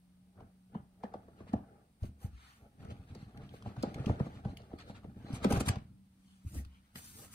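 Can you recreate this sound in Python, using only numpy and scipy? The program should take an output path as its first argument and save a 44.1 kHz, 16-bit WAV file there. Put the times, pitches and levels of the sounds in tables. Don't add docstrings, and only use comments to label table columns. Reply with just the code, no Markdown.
import sys
import numpy as np
from scipy import signal
from scipy.fft import rfft, irfft
from scipy.io import wavfile
from scipy.ndimage import uniform_filter1d

SR = 44100
rng = np.random.default_rng(int(sys.argv[2]) if len(sys.argv) > 2 else 0)


def volts(x):
    e = np.asarray(x, float) / 20
    return 10 ** e


def put_to_file(sound):
    columns = np.atleast_2d(sound).T
    safe = np.clip(columns, -1, 1)
    whole_steps = np.round(safe * 32767)
    wavfile.write(sys.argv[1], SR, whole_steps.astype(np.int16))


N = 323870
TIME = np.arange(N) / SR

# (time of the peak [s], peak level [dB], pitch [Hz], length [ms])
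BUMP_THUMPS = [(0.759, -29, 193, 8.1), (1.0451, -36, 227, 12), (1.1563, -37.5, 234, 3.3),
               (1.414, -46, 231, 11.6), (1.4976, -44, 180, 9.4), (1.5394, -21, 237, 7.7),
               (1.556, -34.5, 101, 12), (2.0294, -28, 86, 13), (2.0475, -28, 94, 4.4),
               (2.0814, -42, 81, 9.3), (2.2501, -29.5, 99, 9.3), (2.3423, -45, 67, 47),
               (6.4506, -40.5, 124, 4.3), (6.4665, -33.5, 85.7, 16), (6.5772, -35.5, 80, 52),
               (6.9592, -44, 216, 5), (6.555, -40, 250, 6), (6.665, -43, 70, 14), (0.773, -40, 190, 8)]
# (time of the peak [s], peak level [dB], pitch [Hz], length [ms])
SHAKE_THUMPS = [(2.803, -45.5, 133, 9.1), (2.922, -38, 130, 14), (2.9995, -44, 98, 16),
                (3.107, -42, 110, 8), (3.1247, -42, 119, 8), (3.27, -46, 100, 10), (2.855, -42, 150, 10),
                (4.12, -30, 130, 8), (4.222, -33, 130, 8), (3.1663, -40, 177, 6), (3.231, -39.5, 140, 9.6),
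                (3.3933, -45, 141, 31), (3.4364, -44, 140, 8), (3.6741, -35.5, 127, 14),
                (3.7813, -33, 137, 9), (3.7985, -42, 138, 5.4), (3.8382, -24, 264, 7.1),
                (3.878, -37, 184, 13), (3.961, -32, 137, 7.7), (4.006, -32, 138, 14),
                (4.0703, -22, 197, 5.5), (4.1048, -22, 190, 4.8), (4.2106, -20.5, 161, 7.2),
                (4.2694, -34, 225, 5.3), (4.37, -43, 100, 11), (4.461, -28, 150, 9), (4.48, -39, 135, 19),
                (4.5334, -39.5, 246, 4.9), (4.7393, -34.5, 242, 3.8), (4.903, -40.5, 172, 7.8),
                (5.0501, -36.5, 206, 3.6), (5.0876, -39, 164, 6.7), (5.1686, -39.5, 200, 2.6)]
# (time of the peak [s], peak level [dB], pitch [Hz], length [ms])
DROP_THUMPS = [(5.2483, -34.5, 162.5, 2.6), (5.3061, -35.5, 245, 7.6), (5.3376, -26, 130, 5.9),
               (5.4552, -20, 242, 8.1), (5.4712, -25, 200, 14), (5.5138, -24.5, 237, 10),
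               (5.5434, -27, 195, 4.4), (5.566, -29.5, 157, 15), (5.5804, -25, 86.5, 8.8),
               (5.611, -24, 242, 6), (5.6774, -32, 176, 2.7), (5.7016, -23.5, 113, 13.3),
               (5.7717, -29, 146, 7.4)]
# (time [s], peak level [dB], loudest pitch [Hz])
PANEL_KNOCKS = [(0.405, -49.5, 795), (0.749, -40, 780), (1.036, -32.5, 672), (1.14, -35, 651),
                (1.283, -49.5, 432), (1.405, -45, 377), (1.536, -29, 700), (2.036, -43.5, 443),
                (2.886, -54, 484), (3.152, -47, 470), (3.539, -45.5, 460), (3.66, -37, 636),
                (3.765, -45.5, 805), (3.835, -26, 480), (4.044, -40.5, 432), (4.077, -35, 390),
                (4.096, -28.5, 632), (4.2, -31, 450), (4.266, -43, 447), (4.45, -38.5, 690),
                (4.733, -41.5, 375), (4.897, -45, 647), (5.045, -46, 563), (5.285, -46, 392),
                (5.445, -20, 486), (5.508, -25, 434), (5.562, -30, 637), (5.607, -31.5, 525),
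                (5.678, -34, 706), (5.758, -40, 628), (1.468, -56, 500), (3.868, -44, 600), (4.6, -52, 600),
                (4.716, -51, 650), (4.878, -50, 400), (5.524, -30, 700), (5.535, -33, 600),
                (6.553, -50, 480), (6.957, -53, 720), (7.19, -55, 750), (7.222, -54, 500),
                (2.853, -50, 600), (2.91, -48, 550)]
# (pitch [Hz], width [Hz], level [dB])
PANEL_TONES = [(421.6, 106, 1), (495.6, 105, -1.5), (597.6, 106, 2), (680.7, 68, 1.5), (770, 78, 1),
               (907, 280, -10), (1150, 300, -7)]
# (pitch [Hz], level [dB per Hz])
SCRAPE_COLOUR = [(410, -45), (700, -9), (934, -4.5), (1250, 0), (2570, -5.5), (4080, -9), (5640, -16.5),
                 (8840, -21), (11000, -33.5), (14300, -52), (22000, -120)]
# (pitch [Hz], level [dB per Hz])
BRUSH_COLOUR = [(1470, -40.5), (2500, -9.5), (9030, 0), (10700, -4), (11500, -3.5), (12800, 2),
                (15700, -13)]
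AIR_DB = -72


def evened(x):
    return x / np.sqrt(np.mean(x ** 2) + 1e-20)


def read(points, hz):
    f, value = np.transpose(points)
    return np.interp(np.log(hz + 1), np.log(f + 1), value)


def over_time(points):
    return np.interp(TIME, *np.transpose(points))


def add(mix, s, sound):
    part = mix[max(round(s * SR), 0):][:len(sound)]
    part += sound[:len(part)]


def coloured(x, spectrum):
    gain = volts(read(spectrum, np.fft.rfftfreq(len(x), 1 / SR)))
    return evened(irfft(rfft(x) * gain, len(x)))


def resonate(x, hz, width):
    return signal.lfilter(*signal.iirpeak(hz, hz / width, SR), x)


def slips(per_s, spread_db, smooth):
    draw, size, noise = rng.random(N), rng.exponential(1, N), rng.standard_normal(N)
    catches = (draw < per_s / SR) * volts(spread_db * np.minimum(size, 4)) * np.sign(noise)
    return evened(evened(catches) + smooth * rng.standard_normal(N))


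def flutter(per_s, depth_db):
    count = int(N / SR * per_s) + 2
    steps = rng.standard_normal(400)[:count]
    return volts(depth_db * np.interp(np.arange(N), np.linspace(0, N, count), steps))


def swells(rows):
    out = np.zeros((2, N))
    for s, db, ms, other_db in rows:
        near = abs(TIME - s) < ms / 500
        bell = np.exp(-((TIME[near] - s) / (ms / 2000)) ** 2)
        out[:, near] += volts([[db], [db + other_db]]) * bell
    return out


def after(blows, share, offset_db, rise_s, fade_s):
    t, out = np.arange(-.06, .3, 1 / SR), np.zeros(N)
    shape = np.where(t < 0, np.exp(-(t / rise_s) ** 2), np.exp(-abs(t) / fade_s))
    for s, db, *_ in blows:
        add(out, s + t[0], volts(share * db + offset_db) * shape)
    return out


def air():
    # (pitch [Hz], level [dB per Hz])
    air_colour = [(12, -36), (28, -17), (50, -8), (141, -11), (186, -13), (250, -13), (330, -25),
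                  (385, -30), (800, -29), (1210, -34), (4480, -37), (7190, -42.5), (9240, -33.5),
                  (10600, -41), (11600, -33.5), (14000, -45), (15700, -41.5)]
    return [coloured(rng.standard_normal(N), air_colour) for _ in range(3)]


def hum():
    # (time [s], rms level [dB])
    loudness = [
        (0, -67.5),
        (1.2, -68),
        (1.9, -85),
        (5.7, -78),
        (5.9, -67),
        (6.8, -70),
        (6.999, -91),
    ]
    # (time [s], pitch [Hz])
    pitch = [
        (0, 179),
        (0.5, 185),
        (1.2, 187),
        (5.9, 190),
        (7, 191),
    ]
    turns = np.cumsum(over_time(pitch) * flutter(3, .05)) / SR
    tone = np.sqrt(2) * np.sin(2 * np.pi * turns)
    return volts(over_time(loudness)) * tone * flutter(7.4, 1.4)


def room(x):
    # (pitch [Hz], time [s])
    echo_time = [(100, 0.21), (800, 0.27), (4000, 0.24), (12000, 0.061)]
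    hz, t, z = signal.stft(rng.standard_normal((2, SR // 2)), SR, nperseg=256)
    fade = volts(-60 * t / read(echo_time, hz)[:, None])
    tail = signal.istft(z * fade, SR, nperseg=256)[1]
    tail = np.pad(tail, ((0, 0), (150, 0)))
    return signal.fftconvolve(x[None], tail / np.linalg.norm(tail[0]), axes=1)[:, :N]


def bounces():
    # (time [s], level [dB], pitch [Hz], time to fall by 60 dB [s])
    mattress = [
        (2.06, -45.5, 75.4, 0.36),
        (2.268, -48.5, 67.5, 0.64),
        (6.48, -50, 86, 0.26),
        (6.6, -42, 68, 0.47),
        (5.86, -58, 118, 0.5),
    ]
    out, t = np.zeros(N), np.arange(SR // 3) / SR
    soft_ends = signal.windows.tukey(len(t), .15)
    for s, db, hz, t60 in mattress:
        add(out, s, volts(db - 60 * t / t60) * np.sin(2 * np.pi * hz * t) * soft_ends)
    return out * flutter(17, 1.9)


def singing():
    # (time of the middle [s], rms level [dB], length [ms], pitch [Hz])
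    sung_notes = [(0.76, -76, 50, 3000), (1.05, -62, 25, 1750), (1.54, -66, 25, 1750),
                  (3.2, -77, 130, 4200), (3.105, -78, 50, 2400), (4.505, -76, 30, 4200),
                  (3.56, -75, 60, 4100), (5.285, -67, 55, 4100), (4.6, -76, 70, 4200), (4.8, -68, 50, 4300),
                  (4.89, -70, 80, 4100), (5.665, -54, 20, 3600), (5.72, -47, 60, 740), (5.57, -42, 30, 700),
                  (5.73, -56, 40, 1450), (6.31, -78, 130, 3120), (6.3, -84, 120, 4390),
                  (6.585, -58, 30, 1920), (6.58, -68, 40, 2590), (6.49, -76, 50, 2500),
                  (6.75, -79, 90, 3030), (6.75, -80, 90, 2370)]
    out, t = np.zeros(N), np.arange(-.15, .15, 1 / SR)
    for s, db, ms, hz in sung_notes:
        width = .14 * hz
        drive = rng.standard_normal(len(t)) * volts(3.0 * rng.exponential(1, len(t)))
        ring = evened(resonate(resonate(drive, hz, width), hz, width))
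        add(out, s + t[0], volts(db) * ring * np.exp(-(t / (ms / 2000)) ** 2))
    return out


def wipes():
    # (time of the middle [s], rms level [dB], length [ms], brightness [dB])
    quick_wipes = [(1.49, -64.5, 41, -24), (2.46, -64, 227, -9), (2.914, -59.5, 30, -12),
                   (3.22, -67, 76, -12), (3.68, -64, 60, -15), (1.4, -70, 60, -20), (3.1, -67, 40, -18),
                   (3.44, -67, 70, -18), (3.8, -63, 40, -18), (3.89, -64, 60, -15), (4.0, -62, 60, -15),
                   (4.09, -58, 90, -11), (4.25, -64, 80, -15), (4.36, -64, 60, -15), (4.5, -66, 70, -15),
                   (6.32, -80, 290, 5), (6.75, -76, 120, -10), (4.808, -55.5, 36, -19),
                   (4.895, -62, 43, -7), (4.965, -59, 37, -22), (5.354, -51.5, 39, -1),
                   (5.44, -47.5, 25, -8.5), (5.51, -46.5, 13, 4), (5.527, -45.5, 9, 9), (5.574, -52, 15, 4),
                   (5.608, -44.5, 17.6, 6.5), (5.671, -48, 26, 4), (5.688, -34.5, 9.4, 4)]
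    dull = coloured(slips(1600, 4.1, 1.65), SCRAPE_COLOUR)
    bright = coloured(slips(1800, 3, 3.8), BRUSH_COLOUR)
    bright = signal.lfilter(*signal.butter(2, 9500, fs=SR), bright)
    slow, fast = swells(quick_wipes)
    return slow * dull + fast * bright


def rubbing():
    # (time [s], shaking level [dB], sliding level [dB])
    hand = [(0.0, -75.5, -99), (0.9, -74.5, -96), (1.1, -64.5, -86.5), (1.55, -60.5, -81),
            (1.87, -74, -100), (2.72, -70, -89.5), (2.82, -58.5, -70), (3.3, -57.5, -75), (3.6, -57, -71),
            (4.1, -52, -68), (4.42, -56, -73), (5.11, -58, -77.5), (5.3, -51, -63), (5.54, -43, -55.5),
            (5.72, -50, -65), (5.95, -69, -93), (6.9, -75.5, -78.5), (7.05, -63.5, -73)]
    turn_times = [3.07, 3.33, 3.6, 3.74, 4.43, 4.56, 4.68, 4.775, 5.01, 5.14, 5.4, 5.49, 5.595, 5.645]
    # (time of the middle [s], rumble level [dB], length [ms], panels relative to it [dB])
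    nudges = [(0.42, -58, 100, -6), (0.77, -56, 75, -9), (2.25, -58, 60, -8), (2.64, -65, 80, -2),
              (2.89, -53, 99, -10), (3.68, -48.5, 41, -17), (3.4, -58, 90, -2), (1.75, -75, 200, 3),
              (3.99, -52, 60, -1), (4.102, -34, 37, -20), (4.48, -48, 55, -12), (5.541, -36, 73, -10),
              (5.691, -42, 45, -12), (5.92, -66, 80, -30), (6.572, -46, 90, -22), (6.978, -59, 54, -11),
              (7.211, -61, 92, -3.5)]
    # (time of the middle [s], rms level [dB], length [ms], card edge relative to
    # it [dB])
    skin_brushes = [(2.05, -67.5, 66, -0.5), (2.24, -67, 71, -3), (2.52, -76.5, 235, -1),
                    (3.56, -74, 60, 8), (5.541, -54.5, 83, -0.5), (6.49, -66.5, 65, -7.5),
                    (6.568, -56.5, 80, -12), (6.978, -55, 42, -8), (7.06, -55.5, 124, -17),
                    (7.2, -55, 144, -15), (7.34, -55.5, 47, -11)]
    # (pitch [Hz], level [dB per Hz])
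    rumble_colour = [(15, -66), (25, -5.5), (55, 8), (97, 8), (190, 4), (292, 0), (404, -22), (500, -21),
                     (650, -57), (1100, -120)]

    rest_db, rest_s = -5, .02
    pause_db = sum(rest_db * np.exp(-((TIME - turn) / rest_s) ** 2) for turn in turn_times)
    s, shaking_db, sliding_db = np.transpose(hand)
    shaking = np.interp(TIME, s, shaking_db) + pause_db
    sliding = np.interp(TIME, s, sliding_db) + pause_db

    (box, panel), (skin, edge) = swells(nudges), swells(skin_brushes)
    thump_rows = BUMP_THUMPS + SHAKE_THUMPS + DROP_THUMPS
    box = box + volts(shaking) + after(thump_rows, share=0.76, offset_db=-33.5, rise_s=0.01, fade_s=0.0365)

    lid_off_s, let_go_s, lid_off_db = 5.76, .07, -12
    off_db = lid_off_db * np.clip((TIME - lid_off_s) / let_go_s, 0, 1)
    moved = volts(-6.5 + 0.76 * shaking + (1 - 0.76) * sliding)
    buzz = after(PANEL_KNOCKS, share=1, offset_db=-33, rise_s=0.03, fade_s=0.08)
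    panel = panel + volts(off_db) * (moved + buzz)

    chafe = after(PANEL_KNOCKS, share=0.94, offset_db=-51.5, rise_s=0.022, fade_s=0.022)
    snap = after(PANEL_KNOCKS, share=.8, offset_db=-41, rise_s=.006, fade_s=.012)
    edge = edge + volts(sliding) + chafe + snap
    skin = skin + volts(-46 + .55 * sliding)

    pressure = flutter(45, 2.2)
    soft = signal.butter(2, 2000, fs=SR, output="sos")
    drive = signal.sosfilt(soft, slips(500, 2.6, 0.95))
    panels = evened(sum(volts(g) * resonate(resonate(drive, f, 2 * w), f, 2 * w) for f, w, g in PANEL_TONES))
    rumble = box * coloured(slips(300, 2.4, 1.2), rumble_colour)
    scrape = edge * coloured(slips(1600, 3.2, 0.7), SCRAPE_COLOUR) * pressure
    brush = skin * coloured(slips(4000, 2, 1.5), BRUSH_COLOUR) * np.sqrt(pressure)
    return rumble + panel * panels * pressure + scrape + brush


def clicks():
    # (time [s], peak level [dB], pitch [Hz])
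    corner_clicks = [(0.7492, -60, 1100), (1.0366, -49, 1750), (1.0372, -58, 4000), (1.1403, -45, 1300),
                     (1.4786, -55, 1200), (1.5324, -54, 4300), (1.569, -64, 4500), (2.0123, -63, 1200),
                     (2.8062, -62, 1980), (2.9673, -59, 2570), (3.0901, -60, 2610), (3.1495, -51, 2050),
                     (3.4368, -59, 1520), (3.4931, -48, 3100), (3.6238, -50, 1250), (3.834, -38, 1150),
                     (3.8335, -50, 3000), (3.9436, -48, 1200), (3.945, -50, 4700), (4.097, -46, 1200),
                     (4.2005, -42, 950), (4.2655, -54, 1100), (4.4505, -44, 950), (4.5722, -40, 2600),
                     (4.604, -60, 4500), (4.62, -58, 4800), (4.7184, -58, 1230), (4.9518, -55, 1420),
                     (5.0336, -59, 1270), (5.1494, -63, 1560), (5.2681, -55, 1280), (5.4455, -36, 2400),
                     (5.524, -41, 2100), (5.537, -39, 3300), (5.674, -42, 1800), (5.7585, -39, 900),
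                     (5.786, -54, 2300), (6.547, -58, 2400), (6.649, -54, 1200), (6.6495, -58, 2800),
                     (3.625, -52, 2900), (3.626, -56, 4300), (4.9, -52, 1200), (4.0607, -39, 2850),
                     (6.9575, -54, 1000), (6.958, -48, 3100)]
    contact_s = .0005
    out, t = np.zeros(N), np.arange(600) / SR
    dull = signal.butter(2, 6500, fs=SR)
    for s, db, hz in corner_clicks:
        crack = rng.standard_normal(len(t)) * (t / contact_s) * np.exp(-t / contact_s)
        width = .36 * hz
        body = resonate(resonate(crack, hz, width), hz, 1.5 * width)
        wider = signal.lfilter(*dull, resonate(crack, 1.9 * hz, 1.5 * hz))
        click = evened(body) + .2 * evened(wider)
        add(out, s - .001, volts(db) * click / abs(click).max())
    return out


def ticks():
    # (time [s], peak level [dB], pitch [Hz], brightness [dB])
    edge_ticks = [(1.038, -51.5, 1700, -39), (0.405, -62, 3100, -30), (1.5329, -46, 1600, -41),
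                  (2.0318, -50, 3060, -28), (2.8479, -53, 1500, -31), (2.9035, -51, 2770, -27),
                  (3.1494, -50, 4400, -14), (3.3734, -49.5, 1840, -8), (3.624, -60, 5500, 4),
                  (3.766, -52, 1600, -27), (3.8267, -35, 4300, -40), (3.9435, -41, 2350, -34),
                  (4.0605, -42.5, 2800, -29), (4.1999, -54, 1570, -20), (4.4528, -52.5, 1930, -21),
                  (4.5715, -54, 4900, 17), (4.787, -50, 2190, -10), (5.3288, -50, 5400, -20),
                  (5.444, -27.5, 1690, -22), (5.5034, -46, 1570, -18), (5.5218, -34.5, 2240, -7),
                  (5.5623, -40, 2150, -42), (5.6037, -38, 2330, -34.5), (5.6655, -46, 2090, -15),
                  (5.688, -27, 1610, -20), (5.7578, -45, 2600, -35), (6.5455, -50, 8500, 9),
                  (6.6486, -53, 4000, 5), (6.9564, -37, 2020, 2)]
    out, t = np.zeros(N), np.arange(1500) / SR
    high = signal.butter(2, [6000, 13000], "band", fs=SR)
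    for s, db, hz, bright_db in edge_ticks:
        crack = rng.standard_normal(len(t)) * np.exp(-t / 0.0032) * np.minimum(t / 0.0038, 1) ** 2
        edge = resonate(crack, hz, 850) + 0.17 * resonate(crack, 1.59 * hz, 1900)
        spray = signal.lfilter(*high, crack)
        tick = edge / abs(edge).max() + volts(bright_db - 13) * spray / abs(spray).max()
        add(out, s - .002, volts(db) * tick)
    return out


def knocks():
    out, t = np.zeros(N), np.arange(3000) / SR
    soft = signal.butter(3, 1300, fs=SR, output="sos")
    for s, db, hz in PANEL_KNOCKS:
        burst = rng.standard_normal(len(t)) * np.exp(-t / 0.0068) * np.minimum(t / 0.0028, 1)
        blow = signal.sosfilt(soft, burst)
        detune = rng.uniform(0.93, 1.0, len(PANEL_TONES))
        ring = sum(volts(g) * resonate(blow, f * d, w) for (f, w, g), d in zip(PANEL_TONES, detune))
        sweep_hz = hz * (0.563 + 1.029 * np.exp(-t / 0.0065))
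        sweep = np.sin(2 * np.pi * np.cumsum(sweep_hz) / SR) * (t / 0.0038) * np.exp(1 - t / 0.0035)
        knock = 0.85 * ring / abs(ring).max() + sweep
        add(out, s - .001, volts(db) * knock / abs(knock).max())
    return out


def thumps():
    out, t = np.zeros(N), np.arange(-.03, .09, 1 / SR)
    for s, db, hz, ms in BUMP_THUMPS + SHAKE_THUMPS + DROP_THUMPS:
        rise, fall = .38 * ms / 1000, .72 * ms / 1000
        shape = np.where(t < 0, np.exp(-(t / rise) ** 2), np.exp(-(abs(t) / fall) ** 1.6))
        turns = hz * (t - 6.0 * t * np.minimum(abs(t), .03))
        add(out, s - .03, volts(db) * shape * np.cos(2 * np.pi * (turns + rng.random())))
    return out


def ports(x):
    # (pitch [Hz], phase [radians])
    left_lead = [(0, 0.2), (125, 0.25), (400, 0.5), (1210, 1.9), (2670, 7.45), (4220, 12.24), (6120, 17.8),
                 (7490, 15.15), (9990, 12.23), (12300, 9), (13200, 7.9), (15400, 5.1)]
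    # (pitch [Hz], phase [radians])
    lead_drift = [(100, 0.088), (500, 0.33), (1500, 1.77), (3300, 1.52), (9000, 0.99)]
    hz, _, z = signal.stft(x, SR, nperseg=512, noverlap=384)
    patches = uniform_filter1d(rng.standard_normal(z.shape), 5, 0)
    patches = evened(uniform_filter1d(patches, 14, 1))
    gap = np.interp(hz, *np.transpose(left_lead))[:, None] + read(lead_drift, hz)[:, None] * patches
    both = np.array([z, z * np.exp(-1j * gap)])
    return signal.istft(both, SR, nperseg=512, noverlap=384)[1][:, :N]


def scene():
    box = bounces() + singing() + wipes() + rubbing() + clicks() + ticks() + knocks() + thumps()
    middle, left, right = air()
    wide = 0.99 * volts(AIR_DB) * np.array([left, right]) + volts(-11.5) * room(box)
    low_pass = signal.butter(2, 350, fs=SR, output="sos")
    bass = signal.sosfiltfilt(low_pass, wide - wide.mean(0))
    return ports(box + hum() + 0.52 * volts(AIR_DB) * middle) + wide - bass


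def top_cut(x):
    return signal.sosfilt(signal.butter(12, 15850, fs=SR, output="sos"), x)


def record(dry):
    # (pitch [Hz], level [dB])
    treble_response = [(10850, 1), (11050, -15), (12100, -17.5), (12300, 1), (15780, 1.5), (15900, -85)]
    gain = volts(read(treble_response, np.fft.rfftfreq(N, 1 / SR)))
    mix = irfft(rfft(dry) * gain, N)
    return top_cut(mix)


dry = scene()
out = record(dry)
put_to_file(out)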